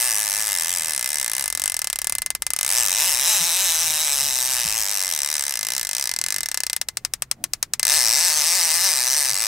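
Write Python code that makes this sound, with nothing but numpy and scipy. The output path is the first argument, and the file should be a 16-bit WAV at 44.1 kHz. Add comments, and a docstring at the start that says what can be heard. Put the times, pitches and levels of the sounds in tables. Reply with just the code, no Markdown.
"""On a boat, close to a metal reel, in stereo: a big fish strips line. The spool turns a sixteen-tooth
wheel past a sprung clicker tongue: a buzz in each of three runs, single clacks when the drag nearly
holds. Each clack rings the reel's plates, frame and spool and is answered by the hull. Underneath lie a
low rumble of air and water, a few dull bumps, a faint hum and one soft rub on the rod."""
import sys
import numpy as np
from scipy import signal
from scipy.fft import rfft, irfft, next_fast_len
from scipy.io import wavfile
from scipy.ndimage import map_coordinates

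SR = 44100
rng = np.random.default_rng(int(sys.argv[2]) if len(sys.argv) > 2 else 0)


def int16_out(signal):
    """Quantize to a 16-bit WAV file."""
    q = np.round(np.clip(np.atleast_2d(signal).T, -1, 1) * 32767)
    wavfile.write(sys.argv[1], SR, q.astype(np.int16))


N = 417627
TIME = np.arange(N) / SR


def amp(db):
    """Gain of a level in dB."""
    return 10 ** (np.asarray(db) / 20)

def along(points, hz):
    """Read (f/Hz, value) points on a log frequency axis."""
    f, v = np.transpose(points)
    return np.interp(np.log(hz + 1), np.log(f + 1), v)

def wobble(rate):
    """A smooth random curve, rate knots a second."""
    return map_coordinates(rng.standard_normal(int(N * rate / SR) + 4), [TIME * rate])

def swell(s, half_s):
    """A bell-shaped rise and fall round the time s."""
    return np.exp(-((TIME - s) / half_s) ** 2)

def filtered(x, response):
    """x through a complex frequency response."""
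    m = next_fast_len(N + SR // 2)
    return irfft(rfft(x, m) * response(np.fft.rfftfreq(m, 1 / SR)), m)[..., :N]

def resonate(x, modes, low_cut_hz=0, order=0):
    """x through resonances (f/Hz, width/Hz, level/dB) of alternating sign, with an optional low cut."""
    def response(f):
        peaks = sum((-1) ** k * amp(db) * 1j * f * width / (hz * hz - f * f + 1j * f * width)
                    for k, (hz, width, db) in enumerate(modes))
        return peaks * (1j * f / (low_cut_hz + 1j * f)) ** order if order else peaks
    return filtered(x, response)

def noise(spectrum):
    """Two unrelated noises of this colour, rms 1."""
    pair = filtered(rng.standard_normal((2, N)), lambda f: amp(along(spectrum, f)))
    return pair / np.sqrt(np.mean(pair ** 2))

def stereo(pair, likeness):
    """Two unrelated signals mixed to left and right by (f/Hz, likeness 0-1) points."""
    angle = lambda f: np.arccos(along(likeness, f)) / 2
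    mid, side = filtered(pair, lambda f: np.array([np.cos(angle(f)), np.sin(angle(f))]))
    return np.array([mid + side, mid - side])

def impulses(times, db):
    """One spike at each time, at its level."""
    return np.bincount(np.clip(np.round(times * SR).astype(int), 0, N - 1), amp(db), N)


# the spool's steady speed, one list for each run of the fish: t/s, speed/(teeth/s)
RUN_SPEEDS = [
    [(0.0013, 110.05), (0.282, 102.87), (1.347, 40.91), (1.749, 39.57), (2.1511, 29.5)],
    [(2.5634, 37.2), (2.733, 77.09), (3.182, 111.32), (3.452, 167.75), (4.1, 140.19), (5.513, 53.14),
     (6.18, 38.41), (6.73, 31.44)],
    [(7.8519, 33.49), (7.881, 66.16), (8.236, 142.73), (8.91, 168.31), (8.91, 139.95), (9.4653, 56.11)],
]
# tail beats, each a short surge of the spool: t/s, extra speed/(teeth/s)
TAIL_BEATS = [(0.037, 16.23), (0.451, 16.26), (0.746, 12.16), (0.877, 12.07), (1.133, 19.7), (1.236, 13.98),
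              (1.393, 27.74), (1.65, 11.05), (2.084, 7.14), (2.775, 46.49), (3.062, 83.58), (3.312, 80.85),
              (3.62, 34.83), (3.835, 14.79), (4.018, 14.24), (4.244, 10.09), (4.47, 11.02), (4.576, 13.53),
              (4.773, 12.19), (4.926, 11.28), (5.049, 12.65), (5.343, 11.4), (5.479, 16.48), (5.752, 20.06),
              (6.007, 29.41), (6.326, 17.46), (7.943, 80.37), (8.237, 39.09), (8.556, 32.34),
              (8.858, 27.68), (9.159, 34.83), (9.25, 43.98), (9.428, 51.76)]
# single clacks while the drag nearly holds: t/s, level/dB, tone colour of each clack (0-1)
SINGLE_CLACKS = [(2.1834, -21, 0), (2.2194, -21, 0), (2.2616, -20.5, 0), (2.3037, -19.5, 0),
                 (2.3504, -20.5, 0), (2.4214, -18.5, 0.1), (2.4659, -18.5, 0.06), (2.5042, -20, 0.1),
                 (2.5346, -19.5, 0), (6.7641, -21.5, 0), (6.8139, -19, 0.8), (6.8863, -21, 0.8),
                 (6.9709, -19, 0.93), (7.0493, -19, 0.8), (7.1367, -20.5, 0.8), (7.2217, -19.5, 0.25),
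                 (7.3132, -19, 0.73), (7.4397, -19.5, 0.24), (7.5348, -17, 0.8), (7.6273, -17.5, 0.84),
                 (7.7356, -16, 0.76), (7.7956, -19, 0.2), (7.8299, -16.5, 1)]
# the tongue's blows during the runs: t/s, level/dB, tone colour (0-1)
RUN_BLOWS = [(0, -21, 0.17), (1, -22, 0.18), (2.15, -20.5, 0), (2.7, -19.5, 0.25), (3, -20, .46),
             (3.5, -22, .42), (4.5, -22.5, .6), (5.5, -23, .65), (6.4, -22, 0.76), (6.73, -21.5, 0.81),
             (7.9, -18, 0.8), (8.2, -20, 0.84), (8.6, -21, 0.8), (9.47, -21.5, 0.87)]

def tongue_blows(wheel_teeth=16, off_centre_teeth=.07, surge_s=.05, jitter_s=.00005):
    """The tongue drops once a tooth; the wheel sits off centre, so teeth come early and late each turn."""
    t = TIME[::20]
    surge = sum(extra * np.exp(-.5 * ((t - s) / surge_s) ** 2) for s, extra in TAIL_BEATS)
    place = lambda tooth: tooth - off_centre_teeth * np.sin(2 * np.pi * tooth / wheel_teeth + 2.7)
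    times = np.transpose(SINGLE_CLACKS)[0]
    for run in RUN_SPEEDS:
        s, speed = np.transpose(run)
        first = np.sum(times < s[0])
        travel = np.cumsum(np.interp(t, s, speed) + surge) * t[1]
        travel = travel - np.interp(s[0], t, travel) + place(first)
        teeth = np.arange(first, round(np.interp(s[-1], t, travel)) + 1)
        times = np.append(times, np.interp(place(teeth), travel, t))
    times = np.sort(times) + jitter_s * rng.standard_normal(len(times))
    s, blow_db, colour = np.transpose(sorted(RUN_BLOWS + SINGLE_CLACKS))
    db = np.interp(times, s, blow_db) + 0.89 * rng.standard_normal(len(times))
    return times, db, np.interp(TIME, s, colour)

def bursts(times, db, carry, layers, lead_samples=22):
    """Two strands of noise bursts, each starting just before its blow and keeping a share of the last."""
    t = np.arange(1024)[:, None] / SR
    delay_s, rise_s, t60, layer_db = np.transpose(layers)
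    age = np.maximum(t - delay_s, 0)
    power = ((1 - np.exp(-age / rise_s)) ** 2 * amp(layer_db - 60 * age / t60)) ** 2
    fresh = rng.standard_normal((len(times), 2, len(t)))
    shapes = signal.lfilter([np.sqrt(1 - carry ** 2)], [1, -carry], fresh, axis=0)
    shapes *= np.sqrt(power.sum(axis=1))
    # the spring gives equal blows equal energy, however it is spread
    energy = np.sum(shapes ** 2, axis=(1, 2))
    shapes *= (amp(db) * np.sqrt(2 * power.sum() / energy))[:, None, None]
    at = np.clip(np.round(times * SR).astype(int)[:, None] - lead_samples + np.arange(len(t)), 0, N)
    return np.array([np.bincount(at.ravel(), shapes[:, k].ravel(), N + 1)[:N] for k in range(2)])


# the landing and its one bounce: delay/s, rise/s, t60/s, level/dB
LANDING_AND_BOUNCE = [(0, 0.00037, 0.014, 16.5), (.0062, 0.00046, 0.014, 1.5)]
# firm contacts within a landing: delay/s, scatter/s, level/dB
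FIRM_CONTACTS = [(.0001, .00002, 26), (.0009, .00008, 25)]

def tongue_rattle(times, db):
    """The tongue rattles on the next tooth; firm contacts keep their colour from click to click."""
    rattle = bursts(times, db, carry=.85, layers=LANDING_AND_BOUNCE)
    for delay_s, scatter_s, contact_db in FIRM_CONTACTS:
        contact_times = times + delay_s + scatter_s * rng.standard_normal(len(times))
        rattle[0] += impulses(contact_times, db + contact_db)
    return rattle

def tongue_tick(times, db):
    """The sharpest touch carries the top of the treble."""
    touch = bursts(times, db, carry=0.1, layers=[(.0005, 0.000078, 0.006, 12.1)])
    return resonate(touch, [(10900, 5700, 0)])


# tongue and side plates: f/Hz, width/Hz, level/dB at tone colour 0, 0.5 and 1
PLATE_MODES = [(2945, 450, -8, -3, -20.5), (3984, 365, -4.5, -0.5, 0.5), (4415, 260, -0.5, -9.5, 9.5),
               (5270, 890, 0, 2, 7), (6170, 930, 0, 4, 5), (8084, 1120, 3, 2.5, 2.5),
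               (9400, 1340, 4, -1.5, 1.5), (10360, 960, 1.5, -1, -4.5), (12090, 560, -5.5, -3.5, -17),
               (13200, 800, -10.5, -10.5, -26), (14400, 1400, -29, -33, -37)]

def plate_ring(rattle, colour):
    """Fast-damped metal, too small to send out low notes; three tone colours fade into each other."""
    sound = 0
    for k in range(3):
        modes = [(hz, width, levels[k]) for hz, width, *levels in PLATE_MODES]
        share = np.maximum(1 - np.abs(2 * colour - k), 0)
        sound = sound + share * resonate(rattle, modes, low_cut_hz=2600, order=2)
    return sound


# the reel's frame: f/Hz, width/Hz, level/dB
FRAME_MODES = [(345, 54, -10), (568, 106, 4), (892, 350, 1), (1224, 105, 5), (1710, 760, 1.5),
               (2086, 984, 4), (2600, 760, -0.5), (2984, 133, -19.5)]

def frame_knock(times, db, rattle):
    """Like knocks from tooth to tooth give the buzz its pitch; the rattle shakes the upper modes."""
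    push = impulses(times, db) * amp(rng.standard_normal(N))
    knock = amp(19.5) * resonate(push, FRAME_MODES, low_cut_hz=300, order=2)
    shake = amp(-2) * resonate(rattle, FRAME_MODES, low_cut_hz=1500, order=4)
    return knock + shake


# the long-ringing spool: f/Hz, width/Hz
SPOOL_MODES = [(1725, 40), (2062, 22), (3900, 300)]
# gain of each spool mode: level/dB
SPOOL_GAINS = [27.5, 33.5, 29]
# how freely the drag lets it ring: t/s, level/dB of the two low modes, level/dB of the high mode
SPOOL_FREEDOM = [(0, 2, -11), (1, 3.5, -4), (2.7, 1, -6), (3.5, -7, 5.5), (4.2, -4.5, 3), (5.6, 2, -4.5),
                 (6.6, 3.5, -2), (6.9, -6, -8), (7.7, -23, -2), (7.8, 5, -0.5), (8.5, -2, -1.5),
                 (9.47, 3, -2.5)]

def spool_ring(times, db, scatter_db=2):
    """Each blow rings each spool mode a little differently; the drag mutes them."""
    s, low_db, high_db = np.transpose(SPOOL_FREEDOM)
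    free_db = np.array([np.interp(times, s, level) for level in (low_db, low_db, high_db)]).T
    strike_db = db[:, None] + SPOOL_GAINS + free_db + scatter_db * rng.standard_normal(free_db.shape)
    return sum((-1) ** k * resonate(impulses(times, strike_db[:, k]), [(hz, width, 0)])
               for k, (hz, width) in enumerate(SPOOL_MODES))

def frame_whirr(times, db, db_per_octave=3.5):
    """One frame mode sings out as the spool speeds up."""
    octaves = -np.log2(100 * np.gradient(times))  # above 100 teeth a second
    return resonate(impulses(times, db + db_per_octave * octaves), [(910, 117, 16.7)])


# colour of the hull's answer: f/Hz, level/dB
HULL_COLOUR = [(500, -28), (900, -14), (2000, -9.5), (3000, -15), (5000, -11), (8000, -13), (11000, -21),
               (16000, -25)]

def hull_answer(times, db, delay_s=0.00059, rise_s=0.00033, t60=0.06):
    """The hull returns a short diffuse tail after each blow; powers add where tails overlap."""
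    age = np.maximum(np.arange(SR // 8) / SR - delay_s, 0)
    envelope = (1 - np.exp(-age / rise_s)) ** 2 * amp(-60 * age / t60)
    power = np.abs(signal.fftconvolve(impulses(times, db) ** 2, envelope ** 2)[:N])
    tails = np.sqrt(power) * rng.standard_normal((2, N))
    answer = amp(7) * filtered(tails, lambda f: amp(along(HULL_COLOUR, f)))
    return stereo(answer, [(1200, 1.0), (4000, 0.68)])


# the rattling metal across the microphone pair: f/Hz, likeness (0-1)
METAL_LIKENESS = [(1000, 1), (2000, 0.85), (4000, 0.58), (8000, 0.69), (12000, 0.52), (16000, 0.43)]
# where the reel's modes cancel: f/Hz, width/Hz
MODE_DIPS = [(3400, 100), (4350, 590), (7000, 430), (9300, 190), (11250, 310)]

def reel(dip_depth=.4):
    """The close sound: the tongue's blows drive every part of the reel, with the hull just behind."""
    times, db, colour = tongue_blows()
    rattle = stereo(tongue_rattle(times, db), METAL_LIKENESS)
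    tick = stereo(tongue_tick(times, db), METAL_LIKENESS)
    metal = tick + plate_ring(rattle, colour) + frame_knock(times, db, rattle)
    metal += spool_ring(times, db) + frame_whirr(times, db)
    for hz, width in MODE_DIPS:
        metal -= dip_depth * resonate(metal, [(hz, width, 0)])
    return metal + hull_answer(times, db)


# left over right at the microphone: f/Hz, level/dB
LEFT_BIAS = [(300, 1.5), (700, 2.8), (1200, .6), (2500, 1.2), (13000, 2.4)]
# left behind right: f/Hz, phase/rad
LEFT_LAG = [(400, 0), (620, .65), (830, .6), (1100, 0), (2500, .05), (3500, .35), (16000, .3)]
# the reel drifts left and back: t/s, level/dB left over right
REEL_DRIFT = [(0, -0.5), (6.3, -0.3), (7.2, 3), (7.9, 1), (9.47, 0.2)]

def at_microphone(sound):
    """The reel reaches the two sides at slightly different levels and phases."""
    sides = np.array([[.5], [-.5]])
    response = lambda f: amp(sides * along(LEFT_BIAS, f)) * np.exp(-1j * sides * along(LEFT_LAG, f))
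    return filtered(sound, response) * amp(sides * np.interp(TIME, *np.transpose(REEL_DRIFT)))


# colour of the low rumble: f/Hz, level/dB
LOW_COLOUR = [(15, -18), (30, -5.5), (60, -7.5), (90, -11), (200, -42)]
# its course: t/s, level/dB
LOW_LEVELS = [(0.0, -63.5), (0.34, -59.5), (2.14, -56), (2.19, -53), (4.48, -56), (4.69, -51), (4.91, -59),
              (7.65, -56.5), (8.7, -70), (9.47, -58)]
# colour of the wash above it: f/Hz, level/dB
WASH_COLOUR = [(50, -47), (95, 5.5), (130, 1), (200, -2), (300, -6), (450, -10), (1000, -29), (2000, -69)]

def rumble(wash_db=-59.5, slosh_db=5.5, slosh_half_s=0.088):
    """Air and water all round the boat, in slow lumps; the water sloshes at each bump."""
    low = noise(LOW_COLOUR) * amp(np.interp(TIME, *np.transpose(LOW_LEVELS)) + 2.5 * wobble(6.5))
    slosh = slosh_db * sum(swell(s, slosh_half_s) for s, *_ in HULL_BUMPS)
    wash = noise(WASH_COLOUR) * amp(wash_db + slosh + 2.1 * wobble(5) + 1.9 * wobble(13))
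    return low + wash


# colour of the hiss: f/Hz, level/dB
HISS_COLOUR = [(300, -6), (700, 10.5), (2000, 4), (6000, -15), (16000, -34)]

def hiss():
    """A faint steady hiss, far back."""
    return amp(-65) * noise(HISS_COLOUR)


# dull bumps, dead centre: t/s, peak level/dB, f/Hz, length/s
HULL_BUMPS = [(2.11, -52, 166, 0.055), (3.42, -36, 165, .035), (3.863, -44, 129, 0.05),
              (4.233, -48, 149, .04), (4.66, -32.5, 158.6, 0.015), (6.25, -55, 99, 0.068),
              (9.325, -43.5, 128, 0.042)]

def bumps():
    """Soft low thuds swell and fade through the hull."""
    return sum(amp(db) * swell(s, .5 * length) * np.sin(2 * np.pi * hz * TIME)
               for s, db, hz, length in HULL_BUMPS)

def hum(at_s=7.35, half_s=0.44, db=-53.5, hz=129):
    """A faint wavering tone comes and goes."""
    envelope = amp(db + 1.5 * wobble(14)) * swell(at_s, half_s)
    pitch = hz + 3 * wobble(10)
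    return envelope * np.sin(2 * np.pi * np.cumsum(pitch) / SR)


# colour of the rub: f/Hz, level/dB
RUB_COLOUR = [(100, -22), (200, 6.5), (320, -2), (450, -17), (720, -2), (1100, -45)]

def rod_rub(at_s=7.42, half_s=0.047, db=-47):
    """One soft rub on the rod: a brief swell of low noise."""
    return amp(db) * noise(RUB_COLOUR) * swell(at_s, half_s)

def scene():
    """The reel in front, over a bed whose low end is almost the same on both sides."""
    front = at_microphone(reel())
    bed_likeness = [(30, 0.97), (90, 0.99), (180, 0.96), (400, 0.89), (3000, 0.23)]
    bed = rumble() + rod_rub()
    centre = hum() + bumps()
    return front + centre + stereo(bed + hiss(), bed_likeness)

def record(dry):
    """Nothing sounds above 16.2 kHz."""
    return filtered(dry, lambda hz: np.clip((16200 - hz) / 500, 0, 1) ** 2)


dry = scene()
out = record(dry)
int16_out(out)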